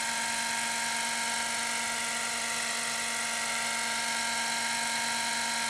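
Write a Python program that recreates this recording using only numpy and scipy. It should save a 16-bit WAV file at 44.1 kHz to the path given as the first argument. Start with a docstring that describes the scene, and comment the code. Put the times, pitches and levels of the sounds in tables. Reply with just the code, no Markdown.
"""A buzzing, rasping two-stroke glow engine: a model helicopter hovers, climbs a little and sinks back.
Each firing drives the exhaust and rings the silencer; the main gear's teeth whine as they mesh.
The rotor chops these tones, swishes and whistles once a turn.
The paved drive below reflects everything a moment later, so the colour sweeps with the height.
The throttle opens to stop the descent, and the exhaust grows louder and rings more."""
import sys
import numpy as np
from scipy import signal
from scipy.fft import rfft, irfft, next_fast_len
from scipy.io import wavfile
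from scipy.ndimage import map_coordinates

SR = 44100
rng = np.random.default_rng(int(sys.argv[2]) if len(sys.argv) > 2 else 0)


def file_out(sig):
    """Save sig as 16-bit WAV at sys.argv[1]."""
    # one column per channel
    cols = np.atleast_2d(sig).T
    # limit, then scale
    lim = np.clip(cols, -1, 1)
    pcm = np.round(lim * 32767).astype(np.int16)
    wavfile.write(sys.argv[1], SR, pcm)


N = 250929
T = np.arange(N) / SR


def amp(db):
    """Decibels to gain."""
    return 10 ** (np.asarray(db) / 20)


def unit(x):
    """Scale to rms 1."""
    return x / np.sqrt(np.mean(x ** 2) + 1e-20)


def along(points, hz):
    """(f/Hz, value) points read on a log axis."""
    f, v = np.transpose(points)
    return np.interp(np.log(hz + 1), np.log(f + 1), v)


def wobble(knots_per_s):
    """Smooth random curve."""
    return map_coordinates(rng.standard_normal(int(N * knots_per_s / SR) + 4), [T * knots_per_s])


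def filtered(x, response):
    """Apply a complex frequency response."""
    size = next_fast_len(N + 8192)
    return irfft(rfft(x, size) * response(np.fft.rfftfreq(size, 1 / SR)), size)[:N]


def resonate(x, modes):
    """Parallel resonances of alternating sign."""
    return filtered(x, lambda f: sum(
        (-1) ** k * amp(db) * 1j * f * width / (hz * hz - f * f + 1j * f * width)
        for k, (hz, width, db) in enumerate(modes)))


def noise(spectrum):
    """Coloured noise, rms 1."""
    return unit(filtered(rng.standard_normal(N), lambda hz: amp(along(spectrum, hz))))


def tone(cycles):
    """Sine on a cycle count, rms 1."""
    return np.sqrt(2) * np.sin(2 * np.pi * (cycles + rng.random()))


def offset(turns, moment):
    """Signed distance in turns from a moment of the revolution."""
    return (turns - moment + .5) % 1 - .5


def chopped(cycles, rotor, db, lower_db, upper_db):
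    """Tone swayed once a rotor turn: sidebands of opposite sign, so mostly vibrato."""
    sway = np.exp(2j * np.pi * rotor)
    phasor = amp(db) + amp(upper_db) * sway - amp(lower_db) / sway
    return np.sqrt(2) * np.imag(phasor * np.exp(2j * np.pi * (cycles + rng.random())))


def climb(top_s=2.74, half_width_s=1.27):
    """Height: 0 in the hover, 1 at the top."""
    return np.exp(-((T - top_s) / half_width_s) ** 2)


def level(hover_db, climb_db, throttle_db, open_s=3.74, rise_s=0.26):
    """Level in dB, following the height and the throttle, which opens and stays open."""
    throttle = .5 + .5 * np.tanh((T - open_s) / rise_s)
    return hover_db + climb_db * climb() + throttle_db * throttle


# Echo decay: f/Hz, T60/s
TREE_DECAY = [(200, 0.57), (2000, 0.26), (10000, 0.037)]


def trees(x):
    """Thin diffuse echo from the wood's edge."""
    hz, t, spectra = signal.stft(rng.standard_normal(SR // 2), SR, nperseg=256)
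    decay = amp(-60 * t / along(TREE_DECAY, hz)[:, None])
    tail = signal.istft(spectra * decay, SR, nperseg=256)[1]
    return signal.fftconvolve(x, tail / np.linalg.norm(tail))[:N]


def pavement(x, reflect, dull_hz, extra_ms):
    """Direct sound plus a late, duller reflection; each sound has its own slight extra delay."""
    hover_ms, creep_ms_per_s, climb_ms = 1.187, 0.0079, 0.24
    lag_ms = hover_ms + creep_ms_per_s * T + climb_ms * climb() + extra_ms
    dulled = filtered(x, lambda hz: 1 / np.sqrt(1 + (hz / dull_hz) ** 2))
    return x + reflect * map_coordinates(dulled, [(T - lag_ms / 1000) * SR], mode="mirror")


# Thrum: rotor order, level/dB
THRUM_TONES = [(1, -102), (2, -69.5), (3, -90), (4, -73), (5, -73.5), (6, -72.5), (10, -62.5)]


def rotor_thrum(rotor):
    """Faint low harmonics of the rotor speed."""
    return sum(amp(db) * tone(round(order) * rotor) for order, db in THRUM_TONES)


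# Blade noise: f/Hz, relative density/dB
WASH_SPECTRUM = [(20, -18), (60, -16.5), (140, -11), (230, -11), (400, -7.5), (600, -7.5), (1200, -1.5),
                 (2500, 0), (4800, -6), (6300, -2), (9500, -4), (11000, -12), (13000, -21.5), (15000, -41)]
SWISH_SPECTRUM = [(500, -53), (3000, -49), (6500, -0.5), (10000, 0.5), (11500, -14), (15000, -42)]
# Wash level: hover/dB, change at top/dB, change on throttle/dB
WASH_LEVEL_DB = (-36.5, -0.02, -0.32)


def rotor_wash(rotor, swish_db=-1.5, swish_turns=0.077, beat_depth=0.033):
    """Wash that beats with both blades; a swish as the quieter blade comes forward."""
    beat = 1 + beat_depth * np.cos(2 * np.pi * 2 * (rotor - .26))
    wash = noise(WASH_SPECTRUM) * beat
    swish = noise(SWISH_SPECTRUM) * np.exp(-(offset(rotor, 0.773) / swish_turns) ** 2)
    return amp(level(*WASH_LEVEL_DB)) * (wash + amp(swish_db) * swish)


# Whistles: moment of top pitch/turns, top f/Hz, peak level/dB, half-width/turns
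EDGE_TONES = [(0.312, 9540, -38.5, 0.18), (.33, 8215, -40, 0.085), (.80, 13400, -61, .12)]


def blade_whistles(rotor, mach=0.22, waver=0.017, lead_turns=0.076, scatter_db=1.5):
    """Edge tones on a blade, Doppler-lifted into an arc on each swing towards the listener."""
    out = np.zeros(N)
    for moment, top_hz, db, width_turns in EDGE_TONES:
        turns = offset(rotor, moment)
        hz = top_hz * (1 - mach) / (1 - mach * np.cos(2 * np.pi * turns))
        hz *= 1 + waver * wobble(1500) + 0.011 * wobble(30)
        beam = np.exp(-((turns + lead_turns) / width_turns) ** 2)
        out += amp(db + scatter_db * wobble(40)) * beam * tone(np.cumsum(hz) / SR)
    wash_db = level(*WASH_LEVEL_DB)
    return amp(2 * (wash_db - wash_db.mean())) * out  # swells with the wash, twice the dB


# Faint drive-train tones: crank order, relative level/dB
DRIVE_TONES = [(.66, -65), (2.52, -58.5), (3.52, -60), (10.89, -55)]
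# Gear gain: hover/dB, change at top/dB, change on throttle/dB
GEAR_GAIN_DB = (-0.95, -1.2, 0)


def gear_whine(crank, rotor, teeth=90):
    """Main gear mesh, swayed by the rotor and by the pinion on the crankshaft."""
    mesh = teeth * rotor + .04 * wobble(45)
    whine = chopped(mesh, rotor, db=-45.5, lower_db=-58, upper_db=-50)
    pinion = amp(-48) * tone(mesh - crank)
    overtone = chopped(2 * mesh + .12 * wobble(120), rotor, db=-53.5, lower_db=-55, upper_db=-56)
    drive = sum(amp(db) * tone(order * crank + 0.05 * wobble(20)) for order, db in DRIVE_TONES)
    return amp(level(*GEAR_GAIN_DB)) * (whine + pinion + overtone + drive)


def firings(crank, scatter_db):
    """One impulse a revolution, uneven in strength and sign, rms 1."""
    fired = np.flatnonzero(np.diff(np.floor(crank)))
    out = np.zeros(N)
    out[fired] = amp(scatter_db * rng.standard_normal(len(fired)))
    out[fired] *= np.sign(rng.standard_normal(len(fired)))
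    return unit(out)


# Silencer wall: f/Hz, width/Hz, relative gain/dB
WALL_MODES = [(4083, 140, 7), (5600, 400, -14)]
# Ring level: hover/dB, change at top/dB, change on throttle/dB
RING_LEVEL_DB = (-47.5, -0.5, 3.5)


def silencer_ring(crank):
    """Firings ring the silencer's thin wall."""
    ring = resonate(firings(crank, scatter_db=2.5), WALL_MODES)
    return amp(level(*RING_LEVEL_DB)) * unit(ring)


# Silencer and airframe: f/Hz, width/Hz, relative gain/dB
SILENCER_MODES = [(740, 580, -7.5), (1330, 1100, -9.5), (1953, 190, 6.5), (3190, 610, -4), (4125, 340, -3),
                  (5410, 340, -1.5), (7990, 330, -4.5)]
# Rasp level: hover/dB, change at top/dB, change on throttle/dB
RASP_LEVEL_DB = (-40, -0.4, 1)


def exhaust_rasp(crank, puff_turns=0.39, puff_gain=1.2):
    """Each firing sends a crack and a puff of gas through the silencer."""
    puffs = unit(rng.standard_normal(N) * np.exp(-(crank % 1) / puff_turns))
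    cracks = firings(crank, scatter_db=3.5)
    rasp = resonate(cracks + puff_gain * puffs, SILENCER_MODES)
    return amp(level(*RASP_LEVEL_DB)) * unit(rasp)


# Exhaust tones, relative levels: crank order, carrier/dB, lower sideband/dB, upper sideband/dB
FIRING_TONES = [(1, -50, -74, -74), (2, -58, -72, -65), (3, -57, -56, -56), (4, -44.1, -62, -48.8),
                (5, -53.5, -64, -61), (6, -50.8, -56.5, -59), (7, -49.5, -51, -51), (8, -62, -60, -62),
                (9, -62, -59, -60)]
# Buzz gain: hover/dB, change at top/dB, change on throttle/dB
BUZZ_GAIN_DB = (-0.8, 0.46, 0.94)


def exhaust_buzz(crank, rotor, jitter_turns=.004, flicker_db=0.14):
    """Firing harmonics, chopped by the rotor; uneven combustion makes each flicker."""
    crank = crank + jitter_turns * wobble(60)
    buzz = sum(amp(flicker_db * wobble(25)) * chopped(round(order) * crank, rotor, *levels_db)
               for order, *levels_db in FIRING_TONES)
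    passes = 2 * rotor  # two blades pass under the exhaust each turn
    buzz += amp(-60) * tone(crank + passes)
    buzz += amp(-59.5) * tone(crank + 2 * passes)
    buzz += amp(-62) * tone(2 * crank + passes)
    return amp(level(*BUZZ_GAIN_DB)) * buzz


# Engine speed, up into the climb, sagging on descent, recovering: t/s, f/Hz
ENGINE_SPEED = [(0, 230.45), (1.5, 232.07), (2.35, 231.69), (3.5, 230.43), (4.55, 230.93), (5.1, 231.79),
                (5.69, 231.84)]


def scene(gear_ratio=9.614):
    """One crankshaft drives every part; crank and rotor count turns."""
    engine_hz = np.interp(T, *np.transpose(ENGINE_SPEED))
    crank = np.cumsum(engine_hz) / SR
    rotor = crank / gear_ratio
    buzz = exhaust_buzz(crank, rotor)
    whine = gear_whine(crank, rotor)
    thrum = rotor_thrum(rotor)
    silencer = exhaust_rasp(crank) + silencer_ring(crank)
    blades = thrum + rotor_wash(rotor) + blade_whistles(rotor)
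    helicopter = (pavement(blades, reflect=0.33, dull_hz=4500, extra_ms=0.063)
                  + pavement(whine, reflect=0.63, dull_hz=6000, extra_ms=0.098)
                  + pavement(silencer, reflect=0.55, dull_hz=3980, extra_ms=0)
                  + pavement(buzz, reflect=0.69, dull_hz=6000, extra_ms=0.048))
    return (helicopter + amp(-20) * trees(helicopter))[None]


def record(dry, top_hz=15150):
    """Brick-wall low-pass."""
    return filtered(dry[0], lambda hz: hz < top_hz)[None]


dry = scene()
out = record(dry)
file_out(out)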